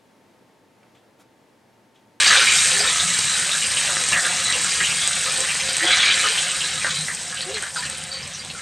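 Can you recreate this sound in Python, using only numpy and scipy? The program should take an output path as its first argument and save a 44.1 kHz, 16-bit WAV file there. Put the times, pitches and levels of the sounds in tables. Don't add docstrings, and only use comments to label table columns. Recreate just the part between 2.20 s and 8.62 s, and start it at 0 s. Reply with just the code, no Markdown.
import sys
import numpy as np
from scipy import signal
from scipy.fft import rfft, irfft, next_fast_len
from scipy.io import wavfile

SR = 44100
rng = np.random.default_rng(int(sys.argv[2]) if len(sys.argv) > 2 else 0)


def dump(signal):
    limited = np.clip(np.atleast_2d(signal).T, -1, 1)
    pcm = np.round(limited * 32767).astype(np.int16)
    wavfile.write(sys.argv[1], SR, pcm)


N = 283077



def scene():
    fizz_db, sizzle_db = frying_levels()
    crust = wok(sizzle(sizzle_db) + vents(sizzle_db))
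    frying = fizz(fizz_db) + crust + boil(sizzle_db) + pops() + spits(fizz_db)
    mono = kitchen(frying) + gurgles() + burner() + mic_hiss()
    return np.stack([mono, mono])


# t/s, small-bubble fizz level/dB, mid-bubble sizzle level/dB
FRYING_LEVELS = [(0.0, -18.5, -16.5), (0.21, -20.5, -16.5), (0.43, -18, -20.5), (0.57, -21, -22.5),
                 (1.5, -24, -26), (1.88, -23.5, -25), (3.09, -24.5, -26), (3.56, -26.5, -26.5),
                 (3.7, -24.5, -20), (3.91, -29, -19.5), (3.95, -24, -22.5), (4.08, -23.5, -22),
                 (4.3, -26.5, -27), (4.63, -28.5, -28), (4.72, -28.5, -28.5), (4.88, -29, -34.5),
                 (5.3, -35.5, -34), (5.36, -34.5, -32), (5.54, -34.5, -41), (5.58, -31, -33),
                 (5.9, -39.5, -35.5), (6.42, -39, -39.5)]


def frying_levels():
    return in_time(FRYING_LEVELS)


# f/Hz, relative level/dB
FIZZ_TONE = [(2650, -42), (4500, -6), (5300, -5.5), (6600, -4.5), (8340, 1.5), (9300, -3), (12000, -12.5),
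             (16000, -14.5)]


def fizz(fizz_db):
    swarm = bubbles(FIZZ_TONE, (4500, 17000), per_s=9000, spread_db=2.5, cycles=19.7, patchy_db=1.0)
    return from_db(fizz_db) * swarm


# f/Hz, relative level/dB
SIZZLE_TONE = [(590, -15.5), (1000, -10.5), (1190, -7.5), (1260, -7), (1350, -7), (1670, 0), (2420, -0.5),
               (2810, -1), (3040, 0.5), (3580, -1), (3920, 3.5), (4350, -3.5), (5200, -9), (6760, 4),
               (11400, -120)]


def sizzle(sizzle_db):
    swarm = bubbles(SIZZLE_TONE, (1000, 5400), per_s=6000, spread_db=3.0, cycles=11.0, patchy_db=1.0)
    return from_db(sizzle_db) * swarm


def bubbles(tone, span_hz, per_s, spread_db, cycles, patchy_db, count=20):
    sizes = from_db(spread_db * np.minimum(rng.exponential(1, N), 5)) * rng.choice([-1, 1], N)
    together = .3 * drift(20)
    chance, dealt = rng.random(N), rng.integers(0, count, N)
    swarms = [drift(18.5) for k in range(count + 1)]
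    out = 0
    for k, hz in enumerate(np.geomspace(*span_hz, count)):
        swarm = from_db(patchy_db * (together + swarms[k] + swarms[k + 1]))
        bursts = sizes * (chance < per_s / SR) * (dealt == k)
        rung = rms_one(ring(bursts, hz, cycles / hz))
        out = out + swarm * rung * np.sqrt(hz)
    return rms_one(colour(out, tone))


# t/s, level/dB (rms before opening and closing), f/Hz, length/s
LOUD_VENTS = [(0.065, -22.5, 1810, 0.046), (0.098, -19, 1590, 0.066), (0.116, -17, 2060, 0.03),
              (0.15, -19.5, 1550, 0.052), (0.209, -21.5, 1570, 0.058), (0.167, -19, 3600, 0.048),
              (0.268, -18.5, 2430, 0.084), (0.608, -30.5, 1790, 0.073), (0.638, -28.5, 1270, 0.041),
              (0.669, -20.5, 3680, 0.056), (0.788, -22.5, 3870, 0.049), (1.151, -27, 1750, 0.031),
              (1.312, -22, 3720, 0.033), (1.336, -27, 1660, 0.062), (1.414, -24.5, 2830, 0.063),
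              (1.56, -25, 3070, 0.058), (1.925, -23, 1820, 0.091), (1.927, -18, 2640, 0.04),
              (1.96, -19.5, 1800, 0.046), (2.051, -22.5, 1740, 0.049), (2.332, -25, 2800, 0.045),
              (2.599, -20.5, 1820, 0.049), (2.635, -19, 2900, 0.045), (2.809, -25, 3380, 0.086),
              (2.943, -29, 3850, 0.04), (3.055, -31, 3870, 0.065), (3.165, -31, 3980, 0.044),
              (3.285, -26, 2710, 0.046), (3.4, -22.5, 2800, 0.035), (3.48, -31, 3900, 0.035),
              (3.593, -24, 1960, 0.1), (3.664, -18, 3260, 0.089), (3.674, -24, 1750, 0.063),
              (3.7, -19, 2300, 0.065), (3.705, -20, 3950, 0.1), (3.782, -21, 3830, 0.159),
              (3.788, -18, 3370, 0.07), (3.895, -18.5, 3160, 0.056), (3.975, -24, 2400, 0.055),
              (4.025, -25, 3040, 0.13), (4.029, -26, 1330, 0.059), (4.047, -28, 1670, 0.05),
              (4.177, -18, 3080, 0.033), (4.266, -27.5, 2980, 0.079), (4.406, -23, 3000, 0.033),
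              (4.436, -28, 4000, 0.056), (4.641, -21.5, 1670, 0.044), (4.667, -33, 1430, 0.055),
              (4.694, -27.5, 3800, 0.06), (4.757, -26, 3990, 0.083), (4.88, -27.5, 1850, 0.062),
              (5.12, -32, 1720, 0.038), (5.169, -30.5, 2940, 0.048), (5.205, -30, 4300, 0.052),
              (5.341, -29.5, 4100, 0.046), (5.369, -32, 1940, 0.051), (5.431, -30.5, 1680, 0.07),
              (5.557, -29.5, 1500, 0.044), (5.558, -31.5, 4000, 0.045), (5.561, -35, 4730, 0.06),
              (5.622, -31, 1780, 0.059), (5.649, -31.5, 2830, 0.04), (5.745, -38, 4260, 0.035),
              (6.026, -35, 5320, 0.035), (6.134, -33.5, 5930, 0.05), (6.295, -34.5, 3980, 0.035),
              (6.299, -28, 2860, 0.022), (6.344, -40, 1370, 0.072), (6.388, -34.5, 1970, 0.038)]
# t/s, level/dB, f/Hz, length/s
WHISTLES_OF_STEAM = [(1.093, -24.5, 3960, 0.082), (2.24, -25.5, 3970, 0.092), (3.06, -32, 1280, 0.062),
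                     (3.827, -21.5, 2350, 0.125), (3.84, -27.5, 1730, 0.11), (5.912, -32.5, 4570, 0.11),
                     (5.934, -40, 3950, 0.085), (6.19, -38, 4750, 0.045)]
WHISTLE_WIDTH_HZ = 200
VENT_WIDTH_HZ, VENT_USUAL_HZ, VENT_USUAL_S = 505, 2500, 0.051
NARROWING, WIDENING = 0.52, 0.53
SMALL_VENTS, SMALL_VENT_DB = 40, -4
SMALL_VENT_HZ, SMALL_VENT_S = (1404, 4950), (.025, 0.063)


def vents(sizzle_db):
    s, db, pitch, size = scattered(sizzle_db + SMALL_VENT_DB, count=SMALL_VENTS)
    (low_hz, high_hz), (short, long) = SMALL_VENT_HZ, SMALL_VENT_S
    small = zip(s, db, low_hz * (high_hz / low_hz) ** pitch, short + (long - short) * size)
    pockets = list(small) + list(LOUD_VENTS)
    widths_hz = [VENT_WIDTH_HZ * (VENT_USUAL_S / length) ** NARROWING * (hz / VENT_USUAL_HZ) ** WIDENING
                 for s, db, hz, length in pockets]
    widths_hz += [WHISTLE_WIDTH_HZ] * len(WHISTLES_OF_STEAM)
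    events = pockets + list(WHISTLES_OF_STEAM)
    out, t = np.zeros(N), np.arange(round(.2 * SR)) / SR
    noises = rng.standard_normal((len(events), len(t)))
    spurts = rng.exponential(1, (len(events), len(t)))
    for (s, db, hz, length), width_hz, noise, spurt in zip(events, widths_hz, noises, spurts):
        opening = np.clip(t / 0.0022, 0, 1) * np.exp(-t / 0.21)
        closing = np.clip((length - t) / 0.029, 0, 1)
        t60 = np.log(1000) / (np.pi * width_hz)
        steam = noise * from_db(3.0 * spurt)
        hiss = ring(ring(steam, hz, t60), hz, t60)
        add(out, s, from_db(db) * rms_one(hiss) * opening * closing)
    return out


# f/Hz, width/Hz, lift level/dB (negative is a cut)
WOK_MODES = [(1272, 63, 5.5), (1439, 36, 3), (1550, 51, 2.5), (1666, 41, 1), (1810, 34, 1), (2357, 40, 1.5),
             (2940, 27, -1), (3260, 21, -5.5), (3500, 22, -13), (3660, 35, 0), (3720, 60, -2.5),
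             (4793, 61, 5)]


def wok(x):
    for hz, width_hz, lift_db in WOK_MODES:
        r, w = np.exp(-np.pi * width_hz / SR), 2 * np.pi * hz / SR
        top, bottom = [(1 - r * r) / 2, 0, (r * r - 1) / 2], [1, -2 * r * np.cos(w), r * r]
        x = x + (from_db(lift_db) - 1) * signal.lfilter(top, bottom, x)
    return x


# t/s, ring level/dB, f/Hz
LOUD_POPS = [(0.0964, -23, 1550), (0.517, -3, 3760), (0.659, -10, 3820), (0.9921, -2, 4870),
             (1.2938, -6.5, 2610), (1.4462, -12, 2890), (1.5465, -15, 2410), (1.571, -8, 3020),
             (1.6489, -10, 1790), (1.7688, -7, 1720), (1.924, -6, 1700), (2.182, -22, 1880),
             (2.3256, -2.5, 3970), (2.6409, -12, 2870), (3.3535, -9, 2350), (3.4015, -9, 2860),
             (3.49, -4.5, 3900), (3.871, -6, 2350), (3.9025, -4, 3200), (3.9774, -8, 2400),
             (4.6464, -5, 1800), (4.6715, -14, 1660), (4.8843, -14, 1950), (5.208, -9, 3870),
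             (5.3453, -16, 4200), (5.3697, -15, 1930), (5.4277, -14, 1550), (5.626, -31, 1600),
             (5.9284, -13, 4450)]


def pops():
    return clicks(LOUD_POPS, cycles=11)


# t/s, ring level/dB
LOUD_SPITS = [(1.4748, -12), (1.8878, -5), (2.008, -13), (2.2475, -10), (2.4455, -5.5), (2.8761, -1),
              (3.1235, -11), (3.1754, -9), (3.3495, -11), (3.4438, -22), (3.5101, -16), (3.5321, -10),
              (3.5685, -4), (4.6231, -18), (4.9484, -13), (5.1459, -14), (5.2187, -22), (5.345, -16),
              (5.3829, -14.5), (5.4248, -10.5), (5.5485, -20), (5.5789, -20), (5.6079, -18), (5.6637, -17),
              (5.6996, -10), (5.783, -15), (5.8388, -14), (5.8927, -24), (6.0773, -18), (6.2489, -19)]
SPIT_HZ, SPIT_SCATTER_HZ = 8440, 400
CRACK_DB = -3
SMALL_SPITS, SMALL_SPIT_DB = 140, 8


def spits(fizz_db):
    s, db, *_ = scattered(fizz_db + SMALL_SPIT_DB, count=SMALL_SPITS)
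    rows = list(zip(s, db)) + list(LOUD_SPITS)
    offsets = rng.standard_normal(len(rows))
    drops = [(s, db, SPIT_HZ + SPIT_SCATTER_HZ * off) for (s, db), off in zip(rows, offsets)]
    return clicks(drops, cycles=37.0) + from_db(CRACK_DB) * clicks(drops, cycles=3.8)


def clicks(events, cycles):
    out, click = np.zeros(N), np.arange(600) == 0
    for s, db, hz in events:
        add(out, s, from_db(db) * ring(click, hz, cycles / hz))
    return out


SMALL_SPREAD_DB = 4


def scattered(level_db, count):
    share, first, second = rng.random((count, 3)).T
    at = (share * (N - 1)).astype(int)
    return at / SR, level_db[at] + SMALL_SPREAD_DB * rng.standard_normal(count), first, second


# f/Hz, relative level/dB
BOIL_TONE = [(150, -32), (260, -21), (295, -8.5), (376, -5), (467, -2.5), (527, 5.5), (584, -1.5),
             (663, -4.5), (717, 5), (885, -4), (1100, 1.5), (1430, -21), (2420, -120)]
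BOIL_DB, BOIL_FOLLOWS = -44, 0.29


def boil(sizzle_db):
    boil_db = BOIL_DB + BOIL_FOLLOWS * (sizzle_db - sizzle_db.mean()) + surges()
    swarm = bubbles(BOIL_TONE, (260, 1100), per_s=1500, spread_db=3.0, cycles=14.0, patchy_db=1.2)
    return from_db(boil_db) * swarm


# t/s, lift level/dB (negative is a dip)
BOIL_SURGES = [(0.06, 6.5), (0.16, 4.5), (0.61, 8), (1.69, 8.5), (1.92, 12), (2.06, 8.5), (2.35, 7),
               (3.19, 10.5), (3.65, 14.5), (4.04, 8), (4.65, -5), (5.3, 5)]
SURGE_RISE_S, SURGE_FALL_S = 0.024, 0.081


def surges():
    t = np.arange(N) / SR
    return sum(db * np.exp(np.minimum((t - s) / SURGE_RISE_S, (s - t) / SURGE_FALL_S))
               for s, db in BOIL_SURGES)


# t/s, level/dB (peak before wavering), start f/Hz, end f/Hz, length/s
OIL_GURGLES = [(.17, -28, 522, 540, 0.032), (.545, -35, 380, 437, 0.13), (0.604, -28, 640, 800, 0.019),
               (.83, -33.5, 177, 179, 0.097), (3.05, -34.5, 518, 536, 0.067), (3.42, -37.5, 535, 523, 0.13),
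               (3.62, -31.5, 320, 345, 0.041), (3.667, -30.5, 715, 754, 0.072),
               (4.028, -39, 411, 454, 0.11), (4.64, -40, 530, 525, 0.045), (4.68, -37.5, 148, 154, 0.13),
               (4.77, -29, 150.5, 160, 0.09), (5.262, -30, 348, 429, 0.069), (5.29, -30, 532, 523, 0.052),
               (5.323, -34.5, 468, 397, 0.075), (5.58, -33, 977, 993, 0.046)]


def gurgles():
    out, waver = np.zeros(N), from_db(2.5 * drift(30))
    for s, db, start_hz, end_hz, length in OIL_GURGLES:
        share = np.arange(round(length * SR)) / (length * SR)
        turn = 2 * np.pi * np.cumsum(start_hz + (end_hz - start_hz) * share) / SR
        swell = np.sin(np.pi * share ** 0.76) ** 0.38
        add(out, s, from_db(db) * swell * np.sin(turn))
    return out * waver


# f/Hz, relative level/dB
BURNER_TONE = [(15, -54), (25, -28), (32, -27), (59, -9), (76, 1.5), (113, -5), (162, 4.5), (183, 0.5),
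               (205, -3), (270, -10), (290, -27), (380, -44), (640, -120)]
# t/s, rumble level/dB
FLAME_LEVELS = [(0.0, -47.5), (0.39, -44.5), (2.16, -42), (3.95, -45.5), (4.27, -46.5), (4.63, -43),
                (5.18, -47.5), (6.42, -45)]


def burner():
    rumble = rms_one(colour(rng.standard_normal(N), BURNER_TONE))
    return from_db(in_time(FLAME_LEVELS)[0] + 1.55 * drift(7.3)) * rumble


ECHO_T60_S, ECHO_DB = 0.15, -4.5


def kitchen(x, count=4):
    t = np.arange(round(.3 * SR)) / SR
    shares = np.array([drift(5.43) for k in range(count)])
    shares /= np.linalg.norm(shares, axis=0)
    fading = from_db(-60 * t / ECHO_T60_S) * (1 - np.exp(-t / 0.00017))
    tails = rng.standard_normal((count, len(t))) * fading
    echoes = sum(signal.fftconvolve(x * share, tail / np.linalg.norm(tail))[:N]
                 for share, tail in zip(shares, tails))
    return (x + from_db(ECHO_DB) * echoes) / np.hypot(1, from_db(ECHO_DB))


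MIC_HISS_DB = -49


def mic_hiss():
    high_pass = signal.butter(4, 9500, "high", fs=SR, output="sos")
    return from_db(MIC_HISS_DB) * rms_one(signal.sosfilt(high_pass, rng.standard_normal(N)))


# f/Hz, level/dB
MICROPHONE_RESPONSE = [(20, -19), (55, -0.5), (9300, 0.5), (9800, -15.5), (10500, -9.5), (10850, -15.5),
                       (11450, -7), (12000, -28), (12800, -18), (13600, -11.5), (14300, -37), (14600, -32),
                       (15050, -41), (15480, -12)]
CUTOFF_HZ = 15490


def record(dry):
    heard = colour(dry[0], MICROPHONE_RESPONSE)
    heard = signal.sosfilt(signal.ellip(12, .5, 80, CUTOFF_HZ, fs=SR, output="sos"), heard)
    return np.stack([heard, heard])


def ring(x, hz, t60):
    r, w = from_db(-60 / (t60 * SR)), 2 * np.pi * min(hz, .45 * SR) / SR
    return signal.lfilter([0, np.sin(w)], [1, -2 * r * np.cos(w), r * r], x + 1e-18)


def drift(rate):
    r = np.exp(-80 * np.pi * rate / SR)
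    noise = rng.standard_normal(N // 40 + 2002)
    slow = signal.lfilter([1], [1, -2 * r, r * r], noise)[2000:]
    return np.interp(np.arange(N) / 40, np.arange(len(slow)), rms_one(slow))


def colour(x, outline):
    hz, db = np.transpose(outline)
    size = next_fast_len(N)
    bins = np.maximum(np.fft.rfftfreq(size, 1 / SR), 1)
    gain = from_db(np.interp(np.log(bins), np.log(hz), db))
    return irfft(rfft(x, size) * gain, size)[:N]


def in_time(rows):
    s, *columns = np.transpose(rows)
    return [np.interp(np.arange(N) / SR, s, c) for c in columns]


def add(out, s, x):
    at = round(s * SR)
    out[at:at + len(x)] += x[:N - at]


def from_db(db):
    return 10 ** (np.asarray(db) / 20)


def rms_one(x):
    return x / np.sqrt(np.mean(x ** 2) + 1e-20)


dry = scene()
out = record(dry)
dump(out)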